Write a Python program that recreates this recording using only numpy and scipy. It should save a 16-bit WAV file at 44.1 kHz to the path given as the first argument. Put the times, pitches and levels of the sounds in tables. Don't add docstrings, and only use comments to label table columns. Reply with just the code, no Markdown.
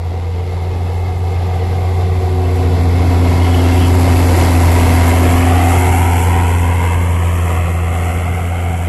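import sys
import numpy as np
from scipy import signal
from scipy.fft import rfft, irfft, next_fast_len
from scipy.io import wavfile
from scipy.ndimage import uniform_filter1d

SR = 44100
rng = np.random.default_rng(int(sys.argv[2]) if len(sys.argv) > 2 else 0)


def generate_wav(sig):
    pcm = np.round(np.clip(np.atleast_2d(sig).T, -1, 1) * 32767).astype(np.int16)
    wavfile.write(sys.argv[1], SR, pcm)


def rack_gain(trim_db):
    fader = np.asarray(trim_db, float)
    return 10 ** (fader / 20)


N = 391608


def rms_one(x):
    return x / np.sqrt(np.mean(x ** 2) + 1e-20)


def in_time(rows):
    time_s, *columns = np.transpose(rows)
    return [np.interp(np.arange(N) / SR, time_s, column) for column in columns]


def by_bearing(rows, bearing_deg):
    deg, *columns = np.transpose(rows)
    return [np.interp(bearing_deg, deg, column) for column in columns]


def drift(rate_hz):
    knots = rng.standard_normal(int(N / SR * 40) + 200)
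    r = np.exp(-2 * np.pi * rate_hz / 40)
    slow = rms_one(signal.lfilter([1], [1, -2 * r, r * r], knots)[190:])
    return np.interp(np.arange(N) * 40 / SR, np.arange(len(slow)), slow)


def coloured(hz, db, band_hz):
    size = next_fast_len(N)
    bins_hz = np.maximum(np.arange(size // 2 + 1) * SR / size, 1)
    shape = rack_gain(np.interp(np.log(bins_hz), np.log(hz), db, -70, -70))
    spectrum = rfft(rng.standard_normal(size)) * shape
    inside = irfft(spectrum * (bins_hz > band_hz[0]) * (bins_hz < band_hz[1]), size)
    return irfft(spectrum, size)[:N] / inside.std()


def ring(clicks, hz, t60_s):
    r = rack_gain(-60 / (t60_s * SR))
    w = 2 * np.pi * hz / SR
    return signal.lfilter([0, np.sin(w)], [1, -2 * r * np.cos(w), r * r], clicks + 1e-18)


def boost(x, hz, width_hz, db):
    r = np.exp(-np.pi * width_hz / SR)
    poles = [1, -2 * r * np.cos(2 * np.pi * hz / SR), r * r]
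    peak = signal.lfilter([(1 - r * r) / 2, 0, (r * r - 1) / 2], poles, x)
    return x + (rack_gain(db) - 1) * peak


def firing_phase():
    # (time [s], firing rate [Hz])
    engine_speed = [(0, 86.0), (.6, 87.3), (1.1, 88.3), (1.4, 88.0), (2.1, 88.8), (2.4, 87.0), (2.7, 86.6),
                    (3.4, 86.6), (4.15, 87.3), (4.55, 85.2), (5.35, 85.8), (5.65, 86.8), (6.6, 86.3),
                    (7.15, 86.0), (7.45, 85.1), (8.0, 84.9), (8.35, 86.6), (8.88, 85.6)]
    firing_hz, = in_time(engine_speed)
    return 2 * np.pi * np.cumsum(firing_hz) / SR


def exhaust(turn, near_db, bearing_deg):
    # (bearing from nose [deg], firing [dB], uneven cylinder [dB],
    # second [dB], third [dB], pump whine [dB])
    tone_beam = [(20.3, 0, -43, -35, -33, -26), (23.3, 0, -18, -19.5, -42, -19),
                 (28.6, 0, -24, -24, -43, -23), (35, 0.67, -17, -21.5, -27, -14),
                 (38.3, 0.36, -20, -20.5, -14, -12), (44, 1.4, -11, -15, -13.5, -20.5),
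                 (65, 0, -32, -17.5, -9, -15), (86, 0, -29, -20.5, -11.5, -24),
                 (116.5, 0, -37, -18, -7, -20.5), (126, 0, -36, -19.5, -12.5, -14.5),
                 (140, 0.19, -31, -15.5, -15.5, -29), (149, 1.4, -33, -13.5, -21.5, -21.5),
                 (156, 0.29, -28, -12.5, -19.5, -24)]
    levels_db = [near_db + db for db in by_bearing(tone_beam, bearing_deg)]
    firing_db, uneven_db, second_db, third_db, pump_db = levels_db
    # (multiple of firing rate, level [dB], phase lead [rad])
    lines = [(1, firing_db, 0), (5 / 6, uneven_db, 0), (10 / 6, uneven_db - 4, 0),
             (2, second_db, 0), (3, third_db, 0.8), (4.265, pump_db, 0)]
    return sum(np.sqrt(2) * rack_gain(db) * np.cos(k * turn + lead) for k, db, lead in lines)


def roar(facing):
    # (frequency [Hz], front [dB], side [dB], rear [dB])
    roar_colour = [(240.7, 2, 13.5, -0.5), (587, -1, 2.5, -2.5), (907, -1, 1, 0), (1530, -14, -7, -8.5),
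                   (3120, -18.5, -15, -13), (3600, -15, -13, -23), (5000, -21, -14.5, -29),
                   (7460, -34, -30.5, -57)]
    hz, *colours_db = np.transpose(roar_colour)
    drones_db = (11.6, 1.3, 7.1)
    out = np.zeros(N)
    for side, (colour_db, drone_db) in enumerate(zip(colours_db, drones_db)):
        share = np.clip(1 - abs(facing - side), 0, 1)
        sway = rack_gain(0.82 * drift(7.4))
        noise = boost(coloured(hz, colour_db, (400, 3000)), 463, 40, drone_db)
        out += np.sqrt(share) * sway * noise
    return out


def clatter():
    # (frequency [Hz], level [dB], t60 [s])
    track_modes = [(1900, -4.5, 0.12), (2127, -2, 0.07), (2540, 10, 0.007), (2980, -1, 0.043),
                   (3290, -19, 0.016), (5020, -19, 0.018)]
    sizes = rack_gain(1.9 * np.minimum(rng.exponential(1, N), 4)) * rng.choice([-1, 1], N)
    born = rng.random(N) < 260 / SR
    dealt = rng.integers(0, len(track_modes), N)
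    out = np.zeros(N)
    for k, (hz, db, t60_s) in enumerate(track_modes):
        out += rack_gain(db) * ring(sizes * born * (dealt == k), hz, t60_s)
    return rms_one(out)


def snow_echo(x, lag_ms, turn_rad):
    centre_hz, spread_octaves = 1180, 0.83
    late = np.interp(np.arange(N) - lag_ms * SR / 1000, np.arange(N), x)
    size = next_fast_len(N)
    octaves = np.log2(np.maximum(np.arange(size // 2 + 1) * SR / size, 1) / centre_hz)
    response = np.exp(-0.5 * (octaves / spread_octaves) ** 2 - 1j * turn_rad)
    return irfft(rfft(late, size) * response, size)[:N]


def over_snow(x):
    # (time [s], high lag [ms], high share [1], low lag [ms], low share [1])
    echo_path = [(0, 2.36, 0.23, 2.2, 0.23), (1, 2.25, 0.46, 2.36, 0.089), (3, 2.6, .25, 3.4, 0.063),
                 (4.1, 3, 0.16, 2.33, 0.032), (5.2, 2.86, 0.17, 1.91, 0.29), (6, 2.06, 0.35, 1.43, 0.7),
                 (6.5, 1.93, 0.57, 1.37, 0.2), (7.5, 1.49, 0.65, 0.86, 0.092),
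                 (8.88, 1.21, 0.6, 0.96, 0.066)]
    high_ms, high, low_ms, low = in_time(echo_path)
    echoes = high * snow_echo(x, high_ms, 1.25) + low * snow_echo(x, low_ms, -1.17)
    return (x + echoes) / np.sqrt(1 + 0.5 * (high ** 2 + low ** 2))


def rumble():
    # (frequency [Hz], level [dB])
    rumble_colour = [(24, -8), (42, 2), (60, 4.5), (110, 3.5), (150, 1.5), (200, -4), (260, -10.5),
                     (400, -33)]
    sway_db = 1.5 * drift(4.6)
    return rack_gain(-16.5 + sway_db) * coloured(*np.transpose(rumble_colour), (100, 160))


def powder(facing):
    # (frequency [Hz], level [dB])
    hiss_colour = [(3500, -55), (5500, -7.5), (7000, -8), (8800, -9), (10500, -2), (12000, 1), (16000, -5)]
    hiss = coloured(*np.transpose(hiss_colour), (6000, 12000))
    trail = boost(hiss, 8600, 2300, 3.5) * rack_gain(-1.5)
    behind = np.clip((facing - 1.7) / 0.25, 0, 1)
    return (1 - behind) * hiss + behind * trail


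def clanks():
    # (time [s], level [dB, the click starts 15 lower], frequency [Hz])
    loud_bars = [(2.44, -23, 2660), (3.3994, -22, 2870), (3.4424, -27, 3320), (3.4747, -18, 3200),
                 (3.5153, -22, 3300), (3.5444, -6, 2980), (3.5698, -14, 3230), (3.6037, -23, 2920),
                 (3.639, -20, 3320), (3.662, -33, 2620), (3.7203, -14, 2700), (3.7976, -25, 2950),
                 (4.6839, -21, 2565), (5.4251, -8, 2530), (6.181, -10, 2630)]
    out = np.zeros(N)
    for time_s, db, hz in loud_bars:
        click = np.zeros(SR // 5)
        click[0] = rack_gain(db - 15)
        at = round(time_s * SR)
        out[at:at + len(click)] += ring(click, hz, 0.091) + 0.39 * ring(click, 0.91 * hz, 0.056)
    return out


def scrape():
    # (time [s], upper modes [dB], lower mode [dB])
    drag = [
        (3.3, -70, -70),
        (3.42, -39, -56),
        (3.55, -31, -61),
        (3.66, -44, -37),
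        (3.85, -31, -39),
        (4.0, -66, -64),
    ]
    upper_db, lower_db = in_time(drag)
    grit = rng.standard_normal((3, N)) * rack_gain(2.9 * drift(15))
    upper = rms_one(ring(grit[0], 2980, 0.071) + ring(grit[1], 3250, 0.056))
    lower = rms_one(ring(grit[2], 2720, 0.05))
    return rack_gain(upper_db) * upper + rack_gain(lower_db) * lower


def sprays(t):
    # (time [s], hiss rise [dB], roar rise [dB])
    throws = [(3.55, -0.5, -0.5), (4.38, 2.5, 1.5), (4.82, 2.5, 1), (5.75, 5, 0.5), (5.97, 5, 0),
              (6.23, 3.5, 0), (6.52, 3, 0), (7.0, 1, 0), (7.3, 1.5, 2), (7.48, 4, 0.5), (7.6, 0.5, 1.5),
              (8.05, 4.5, 2.5), (8.37, 3, 0.5), (8.81, 2, 0)]
    half_width_s = 0.075
    hiss_rise_db, roar_rise_db = np.zeros(N), np.zeros(N)
    for time_s, hiss_db, roar_db in throws:
        bell = np.exp(-0.5 * ((t - time_s) / half_width_s) ** 2)
        hiss_rise_db += bell * hiss_db
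        roar_rise_db += bell * roar_db
    return hiss_rise_db, roar_rise_db


def scene():
    # (bearing from nose [deg], roar [dB], snow hiss [dB],
    # facing [0 front, 1 side, 2 rear], firing pulse depth [0-1])
    noise_beam = [(20, -14, -35, 0.037, 0.18), (30.2, -12.5, -32, 0.064, 0),
                  (35.3, -13.5, -33, 0.036, 0.07), (49.5, -10.5, -28.5, 0.72, 0.04),
                  (67.7, -9, -22.5, 0.96, 0.18), (91, -8.5, -21.5, 1.06, 0.12), (110.5, -7, -19, 1.64, 0.1),
                  (126.5, -7, -22, 1.89, .18), (144.2, -8.5, -22.5, 1.99, 0.3),
                  (139.4, -11.5, -23.5, 2.53, 0.12), (167.3, -7, -23.5, 1.83, 0.32)]
    abreast_s, pass_s, abreast_db = 4.6, 1.7, -9.1
    t = np.arange(N) / SR
    along = (t - abreast_s) / pass_s
    near_db = abreast_db - 10 * np.log10(1 + along ** 2)
    bearing_deg = 90 + np.degrees(np.arctan(along))
    roar_db, hiss_db, facing, depth = by_bearing(noise_beam, bearing_deg)
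    hiss_rise_db, roar_rise_db = sprays(t)

    turn = firing_phase()
    tones = exhaust(turn, near_db, bearing_deg)
    puff = 1 + depth * np.cos(turn - 1.6)
    noise = puff * roar(np.clip(facing, 0, 2)) + rack_gain(-18) * clatter()
    noise = rack_gain(near_db + roar_db + roar_rise_db - 3.5) * noise
    body = over_snow(noise + clanks() + scrape())
    low = rack_gain(near_db) * rumble()
    hiss_level_db = near_db + hiss_db + hiss_rise_db - 3 + 0.92 * drift(12)
    hiss = rack_gain(hiss_level_db) * puff * powder(facing)
    return (tones + body + low + hiss)[None]


def housing(x):
    # (frequency [Hz], width [Hz], level [dB])
    housing_modes = [(741, 47.6, 9), (968, 20, 6), (2104, 173, 8.5), (2648, 57, 5), (3300, 77, 3),
                     (3770, 150, -3), (7640, 770, 8)]
    for hz, width_hz, db in housing_modes:
        x = boost(x, hz, width_hz, db)
    return x


def overload(x, top, knee):
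    return x / (1 + (abs(x) / top) ** knee) ** (1 / knee)


def thin_spectrum(x, mask_db, from_hz):
    cut_hz, leak_top_hz, leak_db, leak_share = 12020, 15200, -25, 0.23
    hz, _, cells = signal.stft(x, SR, nperseg=2048)
    level = np.log(abs(cells) ** 2 + 1e-20)
    mask = uniform_filter1d(uniform_filter1d(level, size=160, axis=1), size=3, axis=2)
    near = uniform_filter1d(uniform_filter1d(np.exp(level), size=3, axis=1), size=2, axis=2)
    kept = (np.log(near) > mask + np.log(rack_gain(mask_db) ** 2)) | (hz < from_hz)[:, None]

    loud = np.log(np.exp(level).sum(axis=1, keepdims=True))
    loud = loud + 0.2 * rng.standard_normal(level.shape[2])
    leaking = loud > np.quantile(loud, 1 - leak_share)
    top = (hz >= cut_hz) & (hz < leak_top_hz)
    passed = (hz < cut_hz)[:, None] + rack_gain(leak_db) * top[:, None] * leaking
    return signal.istft(cells * kept * passed, SR, nperseg=2048)[1]


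def roll_off(x):
    return signal.sosfilt(signal.butter(12, 15800, fs=SR, output="sos"), x)


def record(dry):
    run_in = 4096
    x = np.pad(dry, ((0, 0), (run_in, run_in)), "reflect", reflect_type="odd")
    x = overload(housing(x), top=0.69, knee=6)
    x = thin_spectrum(x, mask_db=-2.8, from_hz=2300)[:, run_in:run_in + N]
    mix = overload(x, top=0.65, knee=60)
    return roll_off(mix)


dry = scene()
out = record(dry)
generate_wav(out)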